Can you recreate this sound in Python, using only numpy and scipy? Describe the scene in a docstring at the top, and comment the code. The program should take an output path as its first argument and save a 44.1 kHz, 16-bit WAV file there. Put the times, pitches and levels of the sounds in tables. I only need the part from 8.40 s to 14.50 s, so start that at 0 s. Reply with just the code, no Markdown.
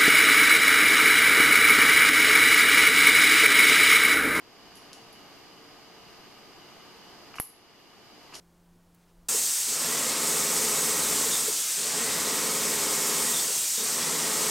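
"""An airless gun sprays a wall: its jet tears paint into mist and hisses without a pause.
Its geared piston pump spins up, hums and rattles for about a second and a half, then coasts to rest,
several times over, now and then with a small squeak. Before the spraying cuts in abruptly,
paint is poured almost silently in a humming room."""
import sys
import numpy as np
from scipy import signal
from scipy.fft import rfft, irfft
from scipy.io import wavfile
from scipy.ndimage import uniform_filter1d

SR = 44100
rng = np.random.default_rng(int(sys.argv[2]) if len(sys.argv) > 2 else 0)


def waveform_to_disk(signal):
    """Save audio, clipped to [-1, 1], as 16-bit WAV at the path in sys.argv[1]."""
    frames = np.transpose(np.atleast_2d(signal))
    scaled = np.clip(frames, -1, 1) * 32767
    samples = np.round(scaled).astype(np.int16)
    wavfile.write(sys.argv[1], SR, samples)


N = 269010
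T = np.arange(N) / SR
SPRAY_START_S = 0.8855
FULL_SPEED = 18.4  # crank turns per second

# Set times at which the pump tops up the paint pressure.
# Each row: motor on in seconds, motor off in seconds, level of the starting jolt in dB.
PUMP_RUNS = [(-.8, .68, -43), (1.27, 2.82, -48), (3.371, 4.838, -42), (5.376, 6.85, -40.5)]
# The strong tones of crank, motor and gears. Each entry: vibrations per turn of the crank.
TONE_MULTIPLES = [3, 5, 8, 9, 10, 12, 16, 22, 24, 28, 29, 48, 61, 119, 120, 122]
# A small machine gives off little bass. Each row: frequency in Hz, gain in dB.
BASS_LOSS = [(20, -32), (40, -26), (75, -18), (120, -12.5), (165, -3), (200, -5.5), (260, 0), (400, -2)]


def jet(boost_db=3.0, patchy_db=0.93, flutter_db=0.29, echo_gain=0.21):
    """The churning fan of paint hisses; an echo off the wall tints the hiss as the gun moves."""
    # The tone colour of the hiss. Each row: frequency in Hz, relative level in dB.
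    hiss_spectrum = [(40, -29), (160, -18), (500, -16.5), (1500, -12), (2800, -8.5), (4000, -5.5),
                     (5200, -2), (6800, -0.45), (8100, 2), (8950, -0.5), (10200, -5.5), (12200, -5),
                     (13700, -7), (15700, -13)]
    hz, t, noise = signal.stft(rng.standard_normal(N), SR, nperseg=512, noverlap=384)
    sweep_db, fizz_db, rush_db = gun_sweep(t)
    highs_db = np.interp(hz, [8800, 10500], [0, 1])[:, None] * fizz_db
    lows_db = np.interp(hz, [4600, 6500], [1, 0])[:, None] * rush_db
    # Small random patches of pitch and time come out louder or softer.
    patches = uniform_filter1d(rng.standard_normal(noise.shape), size=7, axis=0)
    patches = unit(uniform_filter1d(patches, size=12, axis=1))
    delay_s = .0022 + 0.00029 * np.interp(t, T, drift(0.7))
    wall_echo = 1 + echo_gain * np.exp(-2j * np.pi * hz[:, None] * delay_s)
    shape_db = level_at(hiss_spectrum, hz)[:, None] + highs_db + lows_db + patchy_db * patches
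    _, hiss = signal.istft(noise * wall_echo * amp(shape_db), SR, nperseg=512, noverlap=384)
    return unit(hiss[:N]) * amp(np.interp(T, t, sweep_db) + boost_db + flutter_db * drift(38))


def gun_sweep(t, fizz_lift_db=4.5, rush_base_db=-1.33, steadying=1.04, pump_lift_db=1.0):
    """The hiss swells and sinks as the gun sweeps. Gives its level, high fizz and low rush in dB."""
    # Each row: time in seconds, relative hiss level in dB, relative fizz above 10 kHz in dB.
    sweep = [(0.92, -28, -8), (0.96, -27.5, -7), (1.36, -31.5, -6.5), (1.7, -30.5, -6.5), (1.74, -32.5, -6),
             (1.75, -32.5, -7), (1.87, -29, -6.5), (2.92, -29, -6), (3.26, -31.5, -6.5), (3.52, -31, -9),
             (3.76, -32, -6), (4.9, -29, -6), (5.66, -31.5, -7.5), (6.08, -30, -6.5)]
    times, levels, fizzes = np.transpose(sweep)
    sweep_db = np.interp(t, times, levels)
    fizz_db = fizz_lift_db + np.interp(t, times, fizzes)
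    swing_db = sweep_db - sweep_db[t > SPRAY_START_S].mean()
    pace = crank_speed(t) / FULL_SPEED
    # Taking the swing back out keeps the rush nearly steady; the running pump lifts it a little.
    rush_db = rush_base_db - steadying * swing_db + pump_lift_db * pace
    return sweep_db, fizz_db, rush_db


def pump(rattle_db=-35, whine_db=-47.5, gear_teeth=68, chatter=0.85):
    """The crank drives a rattle, tones and the whine of meshing gears; all grow with its speed."""
    # Each entry: level in dB at full speed of the matching tone in TONE_MULTIPLES.
    tone_levels = [-65, -77, -61, -54, -57, -49.5, -50.5, -45.5, -45.5, -50, -54.5, -53.5, -53, -51.5, -53,
                   -56]
    speed = crank_speed(T)
    pace = speed / FULL_SPEED
    turns = np.cumsum(speed * (1 + .001 * drift(15))) / SR
    rattle = amp(rattle_db) * pace ** 1.15 * gear_rattle(turns)
    tones = sum(amp(db) * pump_tone(k, speed, turns) for k, db in zip(TONE_MULTIPLES, tone_levels))
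    tones *= pace ** 2.4
    whine = amp(whine_db) * pace ** 0.98 * pump_tone(gear_teeth, speed, turns, ringing=1.15)
    whine *= np.clip(speed / 6, 0, 1) ** 6  # creeping teeth no longer strike
    whine *= 1 + chatter * (1 - pace) * drift(104)  # slow, unloaded teeth chatter
    return room_echo(rattle, fade_s=0.27, echo_db=-4.5) + tones + whine


def crank_speed(t, free_speed=18.646, spin_up_s=.13, sag=.187, coast_s=.48):
    """Turns per second: the crank spins up, sags as pressure builds, then friction brings it to rest."""
    speed = np.zeros(len(t))
    for on, off, _ in PUMP_RUNS:
        driven_s = np.clip(t, on, off) - on
        running = free_speed * (1 - np.exp(-driven_s / spin_up_s)) - sag * driven_s ** 2
        coasting = np.clip(1 - (t - off) / coast_s, 0, 1) ** 1.25
        speed += running * coasting
    return speed


def gear_rattle(turns, loose_db=1.0, stroke_depth=0.11, ringing=0.6):
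    """Worn teeth repeat their roughness every turn; loose parts add noise that swells on each stroke."""
    multiples = np.arange(260)
    phases = np.exp(2j * np.pi * rng.random(len(multiples)))
    one_turn = irfft(phases * ~np.isin(multiples, [0] + TONE_MULTIPLES), 8192)  # skip the strong tones
    worn = unit(np.interp(turns, np.arange(len(one_turn)) / len(one_turn), one_turn, period=1))
    loose = rng.standard_normal(N) * (1 + stroke_depth * np.cos(4 * np.pi * turns))
    # The tone colour of the rattle. Each row: frequency in Hz, relative level in dB.
    rattle_spectrum = [(150, -1.5), (400, -2.5), (600, 2), (740, -2.5), (1030, 2.5), (1330, -1),
                       (1650, -3.5), (2200, -4.5), (2800, -6), (4000, -6.5), (8000, -62)]
    hz = np.fft.rfftfreq(N, 1 / SR)
    body = amp(level_at(rattle_spectrum, hz) + level_at(BASS_LOSS, hz) + ringing * ringing_db(hz))
    return unit(unit(irfft(rfft(worn) * body, N)) + amp(loose_db) * unit(irfft(rfft(loose) * body, N)))


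def pump_tone(multiple, speed, turns, ringing=1):
    """One tone that follows the crank and flares up as it passes a pitch where housing or room rings."""
    speeds = np.linspace(0, 20, num=800)
    body_db = level_at(BASS_LOSS, multiple * speeds) + ringing * ringing_db(multiple * speeds)
    gain = amp(np.interp(speed, speeds, body_db) - np.interp(FULL_SPEED, speeds, body_db))
    waver = np.interp(multiple, [3, 12, 60], [.05, .15, .3]) * drift(9)
    return np.sqrt(2) * gain * (1 + waver) * np.cos(2 * np.pi * (multiple * turns + rng.random()))


def ringing_db(hz):
    """The pump housing and the room ring at certain pitches and lift the sound near them."""
    # Each row: pitch in Hz, width in Hz, lift in dB.
    resonances = [(56, 15, 20), (95, 25, 6), (152, 41, 9.5), (236, 29, 12.5), (290, 26, 4), (405, 22, 13.5),
                  (446, 37, 16), (515, 19, 6.5), (1066, 28, 2.5), (1271, 38, 7.5), (1870, 79, 5),
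                  (1950, 120, 8), (2195, 150, 0)]
    return sum(db / (1 + (2 * (hz - centre) / width) ** 2) for centre, width, db in resonances)


def start_jolts(fade_s=0.16):
    """Each start of the motor jolts the housing into a short clatter."""
    clatter = shaped_noise([(90, -20), (240, 3), (330, -9), (440, 5), (620, -14), (1500, -7), (5000, -29)])
    return clatter * sum(amp(db) * (T > on) * np.exp(-abs(T - on) / fade_s) for on, _, db in PUMP_RUNS)


def squeaks(width_hz=320, rasp=0.26):
    """Parts stick and slip as the pump changes speed: a raspy whistle that swells fast and fades."""
    # Each row: start in seconds, length in seconds, first pitch in Hz, last pitch in Hz, level in dB.
    squeals = [(2.912, 0.091, 3690, 3440, -32.5), (4.933, 0.098, 3670, 3380, -33),
               (5.373, 0.083, 3640, 3760, -37.5)]
    out = np.zeros(N)
    for start, length, first_hz, last_hz, db in squeals:
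        progress = np.clip((T - start) / length, 0, 1)
        hz = first_hz + (last_hz - first_hz) * progress
        whistle = resonate(resonate(rng.standard_normal(N), hz, width_hz), hz, width_hz)
        whistle = unit(whistle * (1 + rasp * drift(160)))
        out += amp(db) * whistle * np.sin(np.pi * progress ** 0.42)
    return out


def pouring(tick_s=.547, tick_db=-56, pour_db=-73):
    """The can ticks once, and paint slithers softly out after it."""
    age = np.maximum(T - tick_s, 0)
    tick = shaped_noise([(1000, -20), (4000, -10), (7000, -3), (10000, -7), (14000, 0)])
    tick *= amp(tick_db) * (age > 0) * np.exp(-age / .005)
    slither = shaped_noise([(200, -10), (600, -5), (2000, -4), (6000, -9), (15000, -20)])
    slither *= amp(pour_db + 2.5 * drift(40)) * np.exp(-((T - .65) / .09) ** 2)
    return tick + slither


def quiet_room(hush_db=-65, waver=0.094):
    """A faint hush, a wavering hum and slow swells of low rumble."""
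    # The tone colour of the hush. Each row: frequency in Hz, relative level in dB.
    hush_spectrum = [(30, -24), (80, -0.5), (125, -9), (220, -8.5), (330, -8), (450, -11), (800, -13.5),
                     (1300, -17.5), (2200, -24), (4000, -26), (9000, -27.5), (15500, -31)]
    # The tones of the hum. Each row: pitch in Hz, level in dB.
    hum_tones = [(172.5, -64), (345, -78.5)]
    # The swells of rumble. Each row: middle in seconds, half width in seconds, level in dB.
    rumbles = [(.27, .27, -65), (.81, .12, -58)]
    hush = amp(hush_db) * shaped_noise(hush_spectrum)
    hum = sum(amp(db) * np.sqrt(2) * np.sin(2 * np.pi * hz * T) * (1 + waver * drift(8))
              for hz, db in hum_tones)
    swells = sum(amp(db) * np.exp(-((T - middle) / width) ** 2) for middle, width, db in rumbles)
    rumble = swells * shaped_noise([(8, -21), (22, 1), (35, -3), (60, -21), (200, -70)])
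    return hush + hum + rumble


def room_echo(x, fade_s, echo_db):
    """Bare walls add dense echoes that fall by 60 dB in fade_s; the loudness stays about the same."""
    t = T[:SR // 2]
    tail = rng.standard_normal(len(t)) * np.exp(-np.log(1000) * t / fade_s) * (t > .004)
    echoes = signal.fftconvolve(x, tail / np.linalg.norm(tail))[:N]
    return (x + amp(echo_db) * echoes) / np.hypot(1, amp(echo_db))


def amp(db):
    """Turns decibels into a gain."""
    return 10 ** (np.asarray(db) / 20)


def unit(x):
    """Scales a signal to an average strength (rms) of 1."""
    return x / np.sqrt(np.mean(x ** 2) + 1e-20)


def level_at(spectrum, hz):
    """Reads the level at any frequency between rows of frequency in Hz and level in dB."""
    row_hz, row_db = np.transpose(spectrum)
    return np.interp(np.log(hz + 1), np.log(row_hz + 1), row_db)


def shaped_noise(spectrum):
    """Noise of strength 1, coloured by rows of frequency in Hz and relative level in dB."""
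    gain = amp(level_at(spectrum, np.fft.rfftfreq(N, 1 / SR)))
    return unit(irfft(rfft(rng.standard_normal(N)) * gain, N))


def drift(rate_hz):
    """A smooth random wobble of strength 1, up to about rate_hz fast."""
    times = np.linspace(0, T[-1], num=8192)
    hz = np.fft.rfftfreq(len(times), times[1])
    wobble = irfft(rfft(rng.standard_normal(len(times))) * np.exp(-(hz / rate_hz) ** 2))
    return np.interp(T, times, unit(wobble))


def resonate(x, hz, width_hz):
    """Keeps a narrow band of x around a pitch that may glide."""
    spin = np.exp(2j * np.pi * np.cumsum(hz * np.ones(len(x))) / SR)
    decay = np.exp(-np.pi * width_hz / SR)
    return 2 * (spin * signal.lfilter([1 - decay], [1, -decay], x / spin + 1e-18)).real


def scene():
    """The quiet pouring gives way at once to the spraying; both channels are the same."""
    spraying = jet() + pump() + start_jolts() + squeaks()
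    mono = np.where(T < SPRAY_START_S, quiet_room() + pouring(), spraying)
    return np.array([mono, mono])


def record(dry):
    """Steeply cuts the treble above 15900 Hz."""
    low_pass = signal.firwin(511, 15900, window=("kaiser", 9), fs=SR)
    return signal.oaconvolve(dry, low_pass[None], "same")


dry = scene()
out = record(dry)
waveform_to_disk(out)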